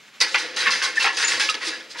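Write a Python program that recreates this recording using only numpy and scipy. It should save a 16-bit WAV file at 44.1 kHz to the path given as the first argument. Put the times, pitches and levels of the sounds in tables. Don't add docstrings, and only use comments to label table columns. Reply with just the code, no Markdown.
import sys
import numpy as np
from scipy import signal
from scipy.fft import rfft, irfft, next_fast_len
from scipy.io import wavfile
from scipy.ndimage import uniform_filter1d, map_coordinates

SR = 44100
rng = np.random.default_rng(int(sys.argv[2]) if len(sys.argv) > 2 else 0)


def to_linear_factor(level_db):
    exponent = np.asarray(level_db, float) / 20
    return 10 ** exponent


def file_out(sig):
    cols = np.atleast_2d(sig).T
    lim = np.clip(cols, -1, 1)
    pcm = np.round(lim * 32767).astype(np.int16)
    wavfile.write(sys.argv[1], SR, pcm)


N = 88200
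T = np.arange(N) / SR


def unit(x):
    return x / np.sqrt(np.mean(x ** 2) + 1e-20)


def along(points, hz):
    f, v = np.transpose(points)
    return np.interp(np.log(hz + 1), np.log(f + 1), v)


def wobble(rate):
    knots = rng.standard_normal(int(N * rate / SR) + 4)
    return map_coordinates(knots, [T * rate])


def filtered(x, response):
    m = next_fast_len(N + SR // 2)
    hz = np.fft.rfftfreq(m, 1 / SR)
    return irfft(rfft(x, m) * response(hz), m)[..., :N]


def coloured(x, colour):
    return filtered(x, lambda hz: to_linear_factor(along(colour, hz)))


def shape(t, rise, hold, t60):
    release = np.clip(t - rise - hold, 0, None)
    return np.clip(t / rise, 0, 1) * to_linear_factor(-60 * release / t60)


def rattle(count, rate, spread_db, smooth):
    chance, sign, size = rng.random((3, count, SR // 2))
    hits = (chance < rate / SR) * np.sign(sign - .5) * to_linear_factor(spread_db * np.sqrt(12) * size)
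    return unit(unit(hits) + smooth * rng.standard_normal(hits.shape))


def metal_body(colour, peaks, vary_db, modal_db, m):
    hz = np.fft.rfftfreq(m, 1 / SR)
    lift = sum((g + vary_db * rng.standard_normal()) / (1 + (2 * (hz - c) / w) ** 2) for c, w, g in peaks)
    dense_modes = map_coordinates(rng.standard_normal(400), [hz / 60])
    level_db = along(colour, hz) + lift + modal_db * dense_modes
    cepstrum = irfft(np.log(to_linear_factor(level_db) + 1e-6), m)
    cepstrum[1:m // 2] *= 2
    cepstrum[m // 2 + 1:] = 0
    body = np.exp(rfft(cepstrum))
    return body / np.sqrt(np.mean(abs(body) ** 2))


def struck(events, colour, peaks, rate, spread_db, smooth, vary_db, modal_db):
    m = SR // 2
    out = np.zeros(N + m)
    bursts = rattle(len(events), rate, spread_db, smooth)
    for (s, db, rise, hold, t60), burst in zip(events, bursts):
        body = metal_body(colour, peaks, vary_db, modal_db, m)
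        contact = burst * shape(T[:m], rise, hold, t60)
        start = round(s * SR)
        out[start:start + m] += to_linear_factor(db) * irfft(rfft(contact) * body, m)
    return out[:N]


# (time [s], level [dB], rise [s], hold [s], t60 [s])
SLAM_HITS = [
    (.203, -19.5, 0.00074, 0.0052, 0.054),
    (.2115, -15, 0.00044, 0.0049, 0.15),
]
# (frequency [Hz], density [dB per Hz])
SLAM_TONE = [(1530, -40), (2600, -9), (3500, -8.5), (4870, 4.5), (6940, -15), (9820, -17.5), (11200, -31),
             (15800, -37)]


def slam():
    return struck(SLAM_HITS, SLAM_TONE, [], 1500, spread_db=2.5, smooth=.9, vary_db=0, modal_db=2)


# (time [s], level [dB], rise [s], hold [s], t60 [s])
TOOTH_SCRAPES = [(.346, -27, 0.00065, 0.0041, 0.12), (.375, -29, 0.0051, 0.023, 0.31),
                 (.562, -26.5, 0.0019, 0.052, 0.14), (.61, -31, 0.013, 0.062, 0.41),
                 (.702, -23, .004, 0.01, 0.55), (.822, -22.5, 0.0025, 0.021, 0.24),
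                 (.953, -33.5, 0.0034, 0.033, 0.07), (.995, -27, 0.002, 0.047, 0.23),
                 (1.02, -25.5, 0.005, 0.0091, .2), (1.125, -35.5, 0.004, 0.036, 0.16),
                 (1.167, -25, 0.0033, 0.061, 0.36), (1.275, -23.5, 0.0035, 0.039, 0.44),
                 (1.396, -20.5, 0.0015, 0.0093, 0.39), (1.495, -22, 0.0012, 0.004, 0.094),
                 (1.541, -33, 0.00081, 0.0066, 0.049), (1.6, -28, 0.072, 0.014, 0.11),
                 (1.66, -32, 0.0084, 0.022, 0.42), (1.892, -37.5, 0.019, 0.0089, 0.15),
                 (1.96, -36, 0.033, 0.019, 0.17), (1.975, -34.5, 0.018, 0.018, .2),
                 (.27, -34.5, 0.014, 0.06, .2)]
# (frequency [Hz], density [dB per Hz])
TEETH_TONE = [(1500, -38), (2600, -6.5), (4800, 1), (6600, -7.5), (7300, -12.5), (10200, -17),
              (11000, -30.5), (15800, -39.5)]
# (frequency [Hz], width [Hz], lift [dB])
TEETH_MODES = [(4330, 110, -3), (3900, 93, 7)]


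def scrapes():
    return struck(TOOTH_SCRAPES, TEETH_TONE, TEETH_MODES, 3000,
                  spread_db=0.5, smooth=1.0, vary_db=3.5, modal_db=3.0)


# (time [s], level [dB], rise [s], hold [s], t60 [s])
BLOCK_CLANKS = [(.203, -20, 0.009, 0.0059, 0.29), (.342, -18, 0.0024, 0.015, 0.13),
                (.375, -30.5, .01, 0.028, 0.45), (.565, -26.5, 0.0017, 0.043, 0.063),
                (.607, -24.5, 0.0033, 0.044, 0.43), (.655, -19.5, 0.015, 0.013, 0.26),
                (.705, -24, 0.0057, 0.0095, 0.75), (.815, -26, 0.0027, 0.026, 0.07),
                (.84, -26, 0.008, 0.028, 0.21), (.958, -32.5, 0.0022, 0.04, 0.037),
                (.996, -24.5, 0.0024, 0.032, 0.063), (1.035, -17.5, 0.0075, 0.03, 0.24),
                (1.17, -25.5, 0.0046, 0.04, 0.19), (1.226, -20, 0.0016, 0.012, 0.24),
                (1.28, -24.5, 0.0081, 0.053, 0.3), (1.318, -26, 0.0023, 0.0079, 0.33),
                (1.396, -23.5, 0.0016, 0.017, 0.4), (1.488, -27.5, 0.0013, 0.0035, 0.13),
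                (1.541, -29, 0.0017, 0.0053, 0.15), (1.6, -30, 0.02, 0.063, 0.38),
                (1.728, -34.5, 0.00089, 0.013, 0.15), (1.798, -37, 0.0021, 0.0069, 0.073),
                (1.944, -35.5, 0.0081, .05, 0.075)]
# (frequency [Hz], density [dB per Hz])
BLOCK_TONE = [(88, -61), (150, -29.5), (500, -8), (641, -24.5), (811, -8), (953, -4.5), (1090, -7),
              (1820, 4), (5000, -11), (6500, -19), (11000, -120)]
# (frequency [Hz], width [Hz], lift [dB])
BLOCK_MODES = [(842, 90, 4.9), (1089, 37, 11.6), (1420, 47, 0.87), (1500, 130, 4.6), (1713, 27, 7.5),
               (2110, 71, 5.9), (2690, 190, 3.3)]


def clanks():
    return struck(BLOCK_CLANKS, BLOCK_TONE, BLOCK_MODES, 1500,
                  spread_db=1.5, smooth=0.78, vary_db=1.64, modal_db=3.5)


def shimmer(x):
    depth_db = 0.5
    z = signal.stft(x, nperseg=256)[2]
    patches = uniform_filter1d(rng.standard_normal(z.shape), size=2, axis=0)
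    patches = unit(uniform_filter1d(patches, size=6, axis=1))
    gain_db = depth_db * patches - depth_db ** 2 / 2.7
    return signal.istft(z * to_linear_factor(gain_db), nperseg=256)[1][:N]


# (time [s], peak level [dB], pitch [Hz])
HARD_BLOWS = [(0.2125, -4.5, 3700), (0.2128, -0.5, 4820), (0.2158, -7, 4620), (0.2196, -9, 1990),
              (.2222, -5, 4270), (.2252, -12, 3900), (0.3446, -4, 2460), (0.35, -9.5, 1500),
              (.3533, -14, 2200), (.3583, -13, 4860), (.3615, -12, 2340), (0.383, -15, 2370),
              (0.659, -9, 1820), (0.667, -9, 1540), (0.667, -12, 2480), (.673, -11, 1660),
              (.679, -10, 2720), (0.683, -9.5, 2730), (0.695, -12.5, 1370), (1.044, -11, 2570),
              (1.0485, -9.5, 1350), (1.053, -10, 2030), (1.0611, -10, 1330), (1.065, -10, 2470),
              (1.069, -19, 2004), (1.0742, -10, 1280), (1.086, -17.5, 2250), (1.175, -14.5, 4800),
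              (1.2271, -12, 1760), (1.282, -11.5, 2180), (1.32, -12, 2040), (1.397, -13.5, 1640),
              (1.416, -11, 2730), (1.4894, -7, 2480), (1.4928, -12, 2800), (1.498, -9, 4870),
              (1.5431, -13.5, 3280), (1.5456, -20, 1760), (1.5514, -14, 4470), (1.728, -20.5, 1710),
              (1.9462, -32, 1680), (1.985, -23.5, 3400), (1.994, -20, 2720)]


def blows():
    gain_db, crack_db, crack_t60 = -0.98, -15.01, .004
    ring_cycles, overtone, overtone_db = 26, 1.27, -5
    out, t = np.zeros(N + SR), T[:SR // 20]
    for s, db, hz in HARD_BLOWS:
        ring = np.sin(2 * np.pi * hz * t) + to_linear_factor(overtone_db) * np.sin(2 * np.pi * overtone * hz * t)
        ring = ring * shape(t, 0.00098, 0, ring_cycles / hz)
        crack = to_linear_factor(crack_db - 60 * t / crack_t60) * rng.standard_normal(len(t))
        start = round(s * SR)
        out[start:start + len(t)] += to_linear_factor(db + gain_db) * (ring + crack)

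    def radiation(hz):
        return (1j * hz / (700 + 1j * hz)) ** 3 / (1 + 1j * hz / 7000) ** 2

    return filtered(out[:N], radiation)


# (time [s], pitch [Hz], level [dB], hold [s], t60 [s])
RINGING_PARTS = [(0.6, 3940, -24.5, 0.015, 0.028), (0.84, 1500, -22, 0.012, 0.069),
                 (0.84, 3900, -27.5, 0.012, 0.042), (0.95, 2600, -34, 0.023, 0.038),
                 (0.97, 1810, -15.5, 0.0087, 0.047), (0.998, 2700, -25, 0.016, 0.19),
                 (1.244, 6970, -22.5, 0.013, 0.022), (1.271, 6870, -23, 0.012, 0.078),
                 (1.485, 2750, -19, 0.0086, 0.055), (1.489, 1270, -22.5, 0.0027, 0.12),
                 (.66, 1100, -25.5, 0.034, 0.088), (.83, 1095, -31.5, 0.021, 0.072),
                 (1.95, 950, -40, 0.034, .1), (.345, 845, -32.5, 0.02, 0.11),
                 (1.04, 840, -29.5, 0.035, .12), (.812, 1500, -27, 0.011, .04),
                 (.835, 2060, -26.5, 0.017, 0.046), (1.4, 1620, -27.5, 0.027, .08),
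                 (0.82, 1540, -27.5, 0.027, .06), (1.723, 1700, -34.5, .035, 0.047),
                 (0.341, 2600, -28, .006, .04), (1.722, 4800, -38, 0.031, 0.15)]


def rings():
    rise_s, wander_hz, rough_db = .004, 32, 3.5
    out = np.zeros(N)
    for s, hz, db, hold, t60 in RINGING_PARTS:
        level = to_linear_factor(db + rough_db * wobble(260)) * shape(T - s, rise_s, hold, t60)
        phase = 2 * np.pi * np.cumsum(hz + wander_hz * wobble(200)) / SR
        out += level * np.sin(phase)
    return out


# (time [s], level [dB], pitch
# [Hz])
LOW_THUDS = [(.37, -44.5, 370), (0.636, -51, 110), (0.664, -39.5, 260), (.79, -60, 110),
             (1.23, -58, 105), (1.334, -55.5, 128), (1.67, -38, 341), (.345, -41, 560),
             (.665, -41, 600), (.67, -48, 180), (1.04, -37.5, 490), (.87, -42, 545),
             (1.05, -44, 400), (.72, -46, 235), (1.37, -48, 254)]


def thuds():
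    sag, t60 = 1.27, .22
    out = np.zeros(N)
    for s, db, hz in LOW_THUDS:
        t = T - s
        level = to_linear_factor(db + 2.8 * wobble(51.15)) * shape(t, 0.0029, 0.0068, t60)
        out += level * np.sin(2 * np.pi * hz * t * (1 - sag * np.clip(t, 0, .2)))
    return out


# (time [s], level [dB])
STARTER_EFFORT = [(.2, -52), (.23, -44), (.55, -39), (.68, -45), (1.5, -43), (1.6, -44.5), (1.75, -42),
                  (1.862, -53), (1.92, -58), (1.96, -45), (2, -42)]
# (frequency [Hz], density [dB per Hz])
DRONE_TONE = [(24, -60), (40, -55), (151, -34), (318, -2), (400, -9), (480, -2.5), (525, 3), (575, -10),
              (700, -9.5), (910, -47), (1540, -120)]


def whirr():
    mesh_db = 5
    drone = coloured(rng.standard_normal(N) * to_linear_factor(2.8 * wobble(41.04)), DRONE_TONE)
    friction = rng.standard_normal(N) * to_linear_factor(1.8 * wobble(62.2))
    mesh = coloured(friction, BLOCK_TONE) + 0.4 * coloured(friction, TEETH_TONE)
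    s, db = np.transpose(STARTER_EFFORT)
    effort = to_linear_factor(np.interp(T, s, db, left=-120) - 2.5)
    return effort * (unit(drone) + to_linear_factor(mesh_db) * unit(mesh))


# (frequency [Hz], t60 [s])
YARD_DECAY = [(300, 0.96), (10000, 0.5)]


def yard(x):
    hz, t, z = signal.stft(rng.standard_normal(SR // 2), SR, nperseg=256)
    decay = to_linear_factor(-60 * t / along(YARD_DECAY, hz)[:, None])
    tail = signal.istft(z * decay, SR, nperseg=256)[1]
    return signal.fftconvolve(x, tail / np.linalg.norm(tail))[:N]


# (frequency [Hz], density [dB per Hz])
AIR_TONE = [(35, -42), (60, -34), (107, -26), (130, -11.5), (200, -7), (663, -12), (2130, -2),
            (7400, -15.5), (8400, -22.5), (15800, -31)]


def floor():
    return to_linear_factor(-48.5 + 1.3 * wobble(33)) * unit(coloured(rng.standard_normal(N), AIR_TONE))


# (frequency [Hz], difference [dB])
PORT_LEVELS = [(60, 2), (200, 5), (1200, 2), (2700, 0), (3300, -3.5), (4300, -.6), (5500, -4), (6600, 4),
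               (10000, 0)]
# (frequency [Hz], lead [rad])
PORT_PHASES = [(300, 0), (1200, -.17), (2750, -.5), (3800, 0), (5300, -.26), (6000, .45), (7000, 0),
               (9000, -.4)]
# (frequency [Hz], level [dB])
PORT_SCATTER = [(100, -26), (400, -18), (2800, -16), (4300, -20), (5800, -7), (8000, -9), (10000, -12),
                (13000, 3)]


def ports(x):
    side = np.array([[.5], [-.5]])
    z = signal.stft(x, nperseg=256)[2]
    random_phase = np.exp(2j * np.pi * rng.random((2, *z.shape)))
    unlike = np.sqrt(2) * signal.istft(z * random_phase, nperseg=256)[1][:, :N]

    def share(hz):
        return to_linear_factor(along(PORT_SCATTER, hz))

    def lean(hz):
        return to_linear_factor(side * along(PORT_LEVELS, hz)) / np.sqrt(1 + share(hz) ** 2)

    def alike_response(hz):
        return lean(hz) * np.exp(1j * side * along(PORT_PHASES, hz))

    alike = filtered(np.array([x, x]), alike_response)
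    return alike + filtered(unlike, lambda hz: lean(hz) * share(hz))


def scene():
    clatter = shimmer(scrapes() + clanks())
    engine = slam() + clatter + blows() + rings() + whirr() + thuds()
    echo_db, mic_low_hz = -15, 110
    heard = engine + to_linear_factor(echo_db) * yard(engine)
    heard = filtered(heard, lambda hz: 1j * hz / (mic_low_hz + 1j * hz))
    return ports(heard + floor())


def band_limit(x):
    return signal.sosfilt(signal.butter(12, 15830, fs=SR, output="sos"), x)


def record(dry):
    limited = filtered(dry, lambda hz: hz < 15830)
    return band_limit(limited)


dry = scene()
out = record(dry)
file_out(out)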